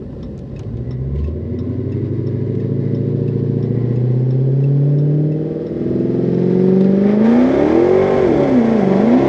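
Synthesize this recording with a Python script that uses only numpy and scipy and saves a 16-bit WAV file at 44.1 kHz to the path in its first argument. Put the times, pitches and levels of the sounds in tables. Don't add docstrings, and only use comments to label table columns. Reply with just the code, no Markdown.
import sys
import numpy as np
from scipy import signal
from scipy.fft import rfft, irfft, next_fast_len
from scipy.io import wavfile
from scipy.ndimage import uniform_filter1d, map_coordinates

SR = 44100
rng = np.random.default_rng(int(sys.argv[2]) if len(sys.argv) > 2 else 0)


def generate_wav(sig):
    pcm = np.round(np.clip(np.atleast_2d(sig).T, -1, 1) * 32767).astype(np.int16)
    wavfile.write(sys.argv[1], SR, pcm)


N = 409248
T = np.arange(N) / SR

# time_s, speed_rpm
CRANK_SPEED = [(0.0, 715.0), (0.5, 735.0), (0.85, 919.0), (1.05, 994.0), (1.22, 1115.0), (1.43, 1284.0),
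               (1.7, 1396.0), (2.0, 1513.0), (2.45, 1596.0), (2.85, 1672.0), (3.25, 1722.0), (3.54, 1700.0),
               (3.95, 1836.0), (4.3, 1944.0), (4.64, 2075.0), (5.1, 2220.0), (5.66, 2400.0), (6.3, 2638.0),
               (6.96, 2920.0), (7.2, 3198.0), (7.38, 3689.0), (7.54, 4067.0), (7.68, 4627.0), (7.8, 5148.0),
               (7.93, 5615.0), (8.05, 5784.0), (8.22, 5724.0), (8.29, 5034.0), (8.37, 4311.0),
               (8.46, 4162.0), (8.53, 3890.0), (8.61, 3425.0), (8.74, 3385.0), (8.83, 2860.0),
               (8.97, 2868.0), (9.08, 3446.0), (9.19, 4040.0), (9.28, 4123.0)]
# time_s, throttle_fraction
PEDAL = [(0, 0.07), (.55, 0.15), (1.3, 0.05), (2.1, 0.18), (3.9, 0.24), (5.3, 0.18), (6.05, 0.31),
         (6.48, 0.52), (6.98, 0.62), (7.09, 0.91), (7.19, .76), (7.26, 1), (7.65, 1), (7.92, 0.92),
         (8.1, 1), (8.6, 0.93), (9.28, 1)]
# frequency_hz, gain_db
RUMBLE_SPECTRUM = [(20, -18), (45, -2.5), (75, 4.5), (130, -0.5), (240, 7.5), (400, -13.5), (560, -4),
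                   (750, -56.5)]
# time_s, level_db
RUMBLE_LEVELS = [(0, -30), (.6, -32), (1.4, -38), (3, -33.5), (5, -42), (6, -33.5), (7.7, -47),
                 (8.2, -26.5), (8.9, -40)]
# start_s, length_s, level_db
PALM_SLIDES = [(1.103, 0.25, -56.5)]
# frequency_hz, gain_db
PALM_SPECTRUM = [(900, -18), (2600, 3), (4500, -3), (7000, -16), (10000, -25)]
# start_s, level_db, knock_re_snap_db
TRIM_CLICKS = [(0.378, -48, -7), (0.39, -43.5, -8), (0.5931, -37.5, -5.5), (.632, -62, 11),
               (0.771, -65, 13), (1.158, -59.5, 9), (1.187, -60, 6), (1.275, -60, 6), (2.552, -59, 10),
               (6.809, -44.5, 6), (6.8433, -53.5, 12.5)]
# start_s, level_db
DULL_KNOCKS = [(.019, -46), (0.126, -43.5), (.594, -42), (.908, -50)]
# pitch_hz, width_hz, t60_s, tick_db, tock_db
INDICATOR_BANDS = [(1060, 440, 0.17, -3, -9.5), (1880, 400, 0.077, -6, -2), (2643, 110, 0.073, -16.5, 6),
                   (3100, 400, 0.037, -4.5, -22), (3700, 550, 0.14, -6.5, -9.5),
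                   (5080, 250, .065, -9, -6.5), (5350, 300, 0.072, -1, -14.5),
                   (6600, 400, 0.051, -19.5, -12)]
# pitch_hz, width_hz
PANEL_MODES = [(1040, 100), (1960, 310)]
# time_s, lower_panel_db, upper_panel_db
BUZZ_LEVELS = [(0, -72, -80), (.6, -63, -74), (.9, -62.5, -65.5), (1.6, -58, -64.5), (2.0, -61, -58),
               (2.9, -70, -59), (3.25, -63, -69.5), (3.9, -49.5, -57), (4.4, -66.5, -72.5),
               (5.3, -64.5, -68.5), (6.0, -58, -61), (6.5, -59, -55), (7.0, -63, -58), (9.28, -58.5, -51.5)]
# frequency_hz, gain_db
HISS_SPECTRUM = [(2000, -25), (4500, -0.5), (6400, -3), (8400, -12), (9200, -30), (10000, -21.5),
                 (12000, -21.5), (14000, -39)]
# frequency_hz, gain_db
INTAKE_SPECTRUM = [(450, -36.5), (620, 4.5), (780, -1), (920, -2), (1100, -4.5), (1300, -11), (1500, -16.5),
                   (2200, -45)]
# pitch_hz, half_width_hz, gain_db
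INTAKE_MODES = [(783, 30, 7), (867, 6.9, 3.5), (1150, 6, 2.5), (1319, 12, 7.5)]
# frequency_hz, gain_db
LIGHT_RUSH_SPECTRUM = [(900, -32), (1300, -10), (1550, -7), (1800, -5.5), (2100, -12.5), (2400, -12.5),
                       (3300, -14), (4000, -15.5), (5150, -18), (6600, -28), (8400, -31), (9500, -56),
                       (14000, -57)]
HEAVY_RUSH_SPECTRUM = [(760, -20), (1300, -7.5), (1430, -4), (1700, 1.5), (2190, 0), (2260, -3.5),
                       (3050, -11), (3400, -8), (5300, -22.5), (6400, -26), (8400, -41.5), (9300, -65),
                       (14000, -88.5)]
# time_s, firing_db, octave_db, third_harmonic_db, lope_db
EXHAUST_DRIVE = [(0, -21.5, -27.5, -43, -42.5), (.5, -20, -28, -41, -43), (.75, -13, -17.5, -32, -37),
                 (.97, -14.5, -14, -35, -38.5), (1.2, -7, -24, -28, -36.5), (1.35, -13, -35, -43, -36.5),
                 (1.7, -13.5, -36.5, -20.5, -32), (2.2, -14, -41.5, -24.5, -31.5),
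                 (2.8, -16, -45.5, -36.5, -29.5), (3.3, -15, -33.5, -31, -30.5),
                 (3.7, -13, -25.5, -31, -29.5), (4.1, -10, -29, -25.5, -32), (4.45, -11.5, -22.5, -24, -35),
                 (4.75, -11.5, -12, -22.5, -37.5), (5.25, -9.5, -11, -24, -34),
                 (5.65, -18.5, -21, -23.5, -34.5), (5.9, -23, -25, -36, -30), (6.3, -12, -27, -37, -29.5),
                 (6.75, -13.5, -22, -34, -30.5), (7.15, -13.5, -24, -20.5, -30),
                 (7.3, -11, -24.5, -36.5, -29), (7.46, -16.5, -30, -28.5, -26.5),
                 (7.62, -9, -26.5, -24.5, -24.5), (7.9, -16, -31, -20, -23.5),
                 (8.12, -19, -28.5, -25, -23.5), (8.28, -15, -38, -34, -25), (8.41, -10.5, -28, -31, -25.5),
                 (8.52, -13.5, -30, -32.5, -29), (8.8, -16, -24, -26, -29.5),
                 (9.1, -13.5, -25, -27.5, -28.5), (9.28, -14.5, -36, -32, -25)]
# multiple_of_cycle, flap_shut_db, flap_open_db, high_revs_db
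EXHAUST_ORDERS = [(1, -14, -7, 0), (2, -5.5, 0.5, 0.5), (3, -2.5, -7.5, -7.5), (4, -8.5, -8.5, -0.5),
                  (5, -5, -2, -2), (6, -2.5, 3.5, 3), (7, -6, 0, -6), (8, -2.5, 3.5, 2.5), (9, -10, 5, 1),
                  (10, 7.5, 3.5, 2.5), (11, -0.5, 2, 6.5), (12, -9.5, 6, -4), (13, -2.5, -5.5, -2.5),
                  (14, 4.5, 5.5, -3.5), (15, -10.5, -2, -7.5), (16, -4.5, 4.5, 5.5), (17, -2.5, 0, -3.5),
                  (18, 0, 2, 2.5), (19, -5.5, -4.5, -6.5), (20, -6.5, 0.5, -6), (21, -1, -5, 3),
                  (22, 1, -3, -4.5), (23, -6, -6.5, -8.5), (24, -4.5, -2, 2), (25, -8.5, -9.5, -2.5),
                  (26, -3, -15, -2), (27, -12, -15, -2), (28, -8.5, -17.5, 2), (29, -11, -20, -0.5),
                  (30, -7.5, -4.5, -3), (31, -18, -2.5, -6), (32, -3.5, -12.5, -1.5), (33, -8, -10.5, -2),
                  (34, -15.5, -11.5, -0.5), (40, -15.5, -8, -6.5)]
NEAR_BANK_FIRINGS = np.array([0, 3, 5, 6])
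# frequency_hz, gain_db
PUFF_SPECTRUM = [(30, -10), (75, -3.5), (130, -13), (240, -7), (340, 8), (550, -3), (800, -14.5),
                 (2000, -51)]
# speed_rpm, level_db
PUFF_LEVELS = [(705, -37), (950, -34), (1250, -28.5), (1550, -32.5), (2300, -31.5), (2900, -36.5),
               (4000, -19.5), (5800, -25)]
# frequency_hz, gain_db
SHELL_TRANSMISSION = [(30, -26), (60, -19.5), (110, -8), (200, -3), (350, -11), (500, -12.5), (700, -14.5),
                      (1000, -24.5), (1500, -43.5)]
# pitch_hz, half_width_hz, gain_db
CABIN_MODES = [(75, 6.5, 6.5), (143.9, 20.7, 12.5), (166.7, 19.1, -15.5), (189.6, 3.8, 3.5), (213, 22, 0),
               (252.5, 17.6, 10.5), (281.1, 16.4, -8), (339.3, 12.5, 7.5), (372, 14, 9.5), (404.3, 16, 6),
               (455.4, 36.3, 9.0), (514, 42, 4.5), (572.4, 18, 11), (620, 30, 6)]

IDLE_RPM = 705
BLINK_START_S, BLINK_PERIOD_S, TOCK_DELAY_S = .2285, .6795, .3322
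TICK_DB, TOCK_DB, TICK_FADE_DB_PER_S = -44.5, -46.5, 0.8
FLAP_OPENS_S, FLAP_TRAVEL_S = 5.68, 0.15
HIGH_REVS_FROM_RPM, HIGH_REVS_SPAN_RPM = 2950, 600


def undb(db):
    return np.exp(np.asarray(db) * (np.log(10) / 20))


def unit(x):
    return x / np.sqrt(np.mean(x ** 2))


def curves(table):
    times, *columns = np.transpose(table)
    return [np.interp(T, times, column) for column in columns]


def noise():
    return rng.standard_normal(N)


def wander(clock):
    values = rng.standard_normal(int(clock[-1]) + 2)
    step = clock.astype(int)
    return values[step] + np.diff(values)[step] * (clock - step)


def add(out, start_s, sound):
    start = int(start_s * SR)
    out[start:start + len(sound)] += sound[:N - start]


def colour(x, spectrum, modes=()):
    size = next_fast_len(N + SR // 2, True)
    size += size % 2
    hz = np.arange(size // 2 + 1) * SR / size + 1
    points_hz, points_db = np.transpose(spectrum)
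    db = np.interp(np.log(hz), np.log(points_hz), points_db)
    for pitch_hz, half_width_hz, gain_db in modes:
        db = db + gain_db / (1 + ((hz - pitch_hz) / half_width_hz) ** 2)
    cepstrum = irfft(np.log(undb(db)))
    cepstrum[1:size // 2] *= 2
    cepstrum[size // 2 + 1:] = 0
    return irfft(rfft(x, size) * np.exp(rfft(cepstrum)))[:N]


def resonate(x, pitch_hz, width_hz):
    b, a = signal.iirpeak(pitch_hz, pitch_hz / width_hz, fs=SR)
    return unit(signal.lfilter(b, a, signal.lfilter(b, a, x)))


def ring(pitch_hz, width_hz, t60_s, size=5000):
    band = resonate(rng.standard_normal(size), pitch_hz, width_hz)
    return band * np.exp(-np.log(1000) * T[:size] / t60_s)


def reflections(x, t60_s, wet, head_moves_per_s=.7, size=4000, count=4):
    tails = rng.standard_normal((count, size)) * np.exp(-np.log(1000) * T[:size] / t60_s)
    tails /= np.linalg.norm(tails, axis=1, keepdims=True)
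    weights = np.array([wander(head_moves_per_s * T + rng.random()) for _ in tails])
    weights /= np.sqrt(np.sum(weights ** 2, axis=0))
    echoes = signal.oaconvolve(x[None], tails, axes=1)[:, :N]
    return x + wet * np.sum(weights * echoes, axis=0)


def strain(throttle):
    return np.clip((throttle - 0.39) / 0.8, 0, 1)


def pulsation(cycle, depth):
    return 1 + depth * np.cos(2 * np.pi * 8 * cycle)


def cabin_rumble():
    level_db, = curves(RUMBLE_LEVELS)
    return unit(colour(noise(), RUMBLE_SPECTRUM)) * undb(level_db + 2.0 * wander(6 * T))


def palm_on_wheel(slip_db=5, slips_per_s=50):
    swell = sum(undb(level_db) * np.sin(np.pi * np.clip((T - start_s) / length_s, 0, 1))
                for start_s, length_s, level_db in PALM_SLIDES)
    slips = unit(undb(slip_db * wander(slips_per_s * T)))
    return swell * slips * unit(colour(noise(), PALM_SPECTRUM))


def clicks_and_knocks():
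    out = np.zeros(N)
    for start_s, level_db, knock_db in TRIM_CLICKS:
        knock = ring(2600, 2400, t60_s=.06)
        snap = ring(6000, 2600, t60_s=.015)
        add(out, start_s, undb(level_db) * (snap + undb(knock_db) * knock))
    for start_s, level_db in DULL_KNOCKS:
        add(out, start_s, undb(level_db) * ring(764, 610, t60_s=.12))
    return out


def indicator(clicks=19, snap_db=-11.5):
    out = np.zeros(N)
    for click in range(clicks):
        blink, is_tock = divmod(click, 2)
        start_s = BLINK_START_S + blink * BLINK_PERIOD_S + is_tock * TOCK_DELAY_S
        level_db = (TOCK_DB if is_tock else TICK_DB) - TICK_FADE_DB_PER_S * start_s
        ringing = sum(undb(band_db[is_tock]) * ring(pitch_hz, width_hz, t60_s)
                      for pitch_hz, width_hz, t60_s, *band_db in INDICATOR_BANDS)
        snap = ring(3000, 5000, t60_s=.055)
        add(out, start_s, undb(level_db) * (ringing + undb(snap_db) * snap))
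    return out


def panels(shake, cycle, burst_db=3.5):
    out = np.zeros(N)
    for (pitch_hz, width_hz), level_db in zip(PANEL_MODES, curves(BUZZ_LEVELS)):
        out += resonate(shake, pitch_hz, width_hz) * undb(level_db + burst_db * wander(cycle))
    return out


def supercharger(throb, start_s=7.22, attack_s=.03, level_db=-52.5):
    flow = np.clip((T - start_s) / attack_s, 0, 1)
    return undb(level_db) * flow * throb * unit(colour(noise(), HISS_SPECTRUM))


def clatter(cycle, periodic_share, changes_per_s=1.5, size=768):
    clock = changes_per_s * T
    orders = rfft(rng.standard_normal((int(clock[-1]) + 2, size)))
    orders[:, ::8] *= np.sqrt(2)
    patterns = unit(irfft(orders))
    step, position = clock.astype(int), cycle % 1 * size
    old, new = (map_coordinates(patterns, [row, position], order=1, mode="grid-wrap")
                for row in (step, step + 1))
    fade = clock % 1 * np.pi / 2
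    periodic = np.cos(fade) * old + np.sin(fade) * new
    periodic *= np.sqrt(np.gradient(cycle) * size)
    return np.sqrt(periodic_share) * periodic + np.sqrt(1 - periodic_share) * noise()


def engine_bay(cycle, rpm, throttle):
    octaves = np.log2(rpm / IDLE_RPM)
    growl_db = -56.5 + 22.5 * throttle + 3 * octaves
    rush_db = -61 + 23.5 * throttle + 1.58 * octaves
    hard = strain(throttle)
    throb = pulsation(cycle, depth=.13) * undb(wander(3 * cycle) + .28 * np.cos(2 * np.pi * cycle))
    intake = reflections(clatter(cycle, .68 - .38 * hard) * throb, t60_s=.14, wet=.8)
    valves = reflections(clatter(cycle, .55 - .3 * hard) * throb, t60_s=.08, wet=.35)
    singing = np.clip((rpm - 1850) / 400, 0, 1)
    plain = unit(colour(intake, INTAKE_SPECTRUM))
    resonant = unit(colour(intake, INTAKE_SPECTRUM, INTAKE_MODES))
    growl = (1 - singing) * plain + singing * resonant
    light = unit(colour(valves, LIGHT_RUSH_SPECTRUM))
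    heavy = unit(colour(valves, HEAVY_RUSH_SPECTRUM, [(2197, 15, 1.9)]))
    rush = (1 - hard) * light + hard * heavy
    return undb(growl_db) * growl + undb(rush_db) * rush + panels(valves, cycle) + supercharger(throb)


def exhaust_puffs(cycle, rpm):
    level_db = np.interp(rpm, *np.transpose(PUFF_LEVELS))
    throb = pulsation(cycle, depth=.51) * (1 + .2 * np.cos(2 * np.pi * cycle))
    return undb(level_db) * throb * unit(colour(noise(), PUFF_SPECTRUM))


def exhaust(cycle, rpm, throttle, swell_db=1.8):
    *harmonic_db, lope_db = curves(EXHAUST_DRIVE)
    flap = np.clip((T - FLAP_OPENS_S) / FLAP_TRAVEL_S, 0, 1)
    high_revs = np.clip((rpm - HIGH_REVS_FROM_RPM) / HIGH_REVS_SPAN_RPM, 0, 1)
    scatter = .09 + .17 * (IDLE_RPM / rpm) ** 2 + .3 * strain(throttle)
    uneven_cycle = cycle + .0091 * scatter * wander(4 * cycle)
    pulses = np.zeros(N)
    for order, shut_db, open_db, high_db in EXHAUST_ORDERS:
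        drive_db = harmonic_db[order // 8 - 1] if order in (8, 16, 24) else lope_db
        looseness = .3 if order == 8 else np.clip(order / 18, .9, 1.6)
        flutter = 1 + looseness * scatter * wander(.7 * cycle)
        drift = looseness * wander(2 * T)
        bank_phase = np.angle(np.sum(np.exp(-2j * np.pi * order * NEAR_BANK_FIRINGS / 8)))
        phase = bank_phase + .4 * rng.standard_normal() + .4 * drift
        pattern_db = shut_db + (open_db - shut_db) * flap + (high_db - open_db) * high_revs
        amplitude = np.sqrt(2) * undb(pattern_db + drive_db + swell_db * drift) * flutter
        pulses += amplitude * np.cos(2 * np.pi * order * uneven_cycle + phase)
    return colour(pulses + exhaust_puffs(cycle, rpm), SHELL_TRANSMISSION, CABIN_MODES)


def scene():
    rpm, = curves(CRANK_SPEED)
    throttle, = curves(PEDAL)
    cycle_hz = uniform_filter1d(rpm, size=1500, mode="nearest") / 120
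    cycle = np.cumsum(cycle_hz) / SR
    engine = exhaust(cycle, rpm, throttle) + engine_bay(cycle, rpm, throttle)
    return (engine + cabin_rumble() + indicator() + clicks_and_knocks() + palm_on_wheel())[None]


def record(dry, ceiling=.9, dull_hz=8200, top_hz=13500):
    rounded = dry / (1 + (np.abs(dry) / ceiling) ** 6) ** (1 / 6)
    muffled = signal.sosfilt(signal.butter(3, dull_hz, fs=SR, output="sos"), rounded)
    return signal.sosfilt(signal.ellip(8, .2, 60, top_hz, fs=SR, output="sos"), muffled)


dry = scene()
out = record(dry)
generate_wav(out)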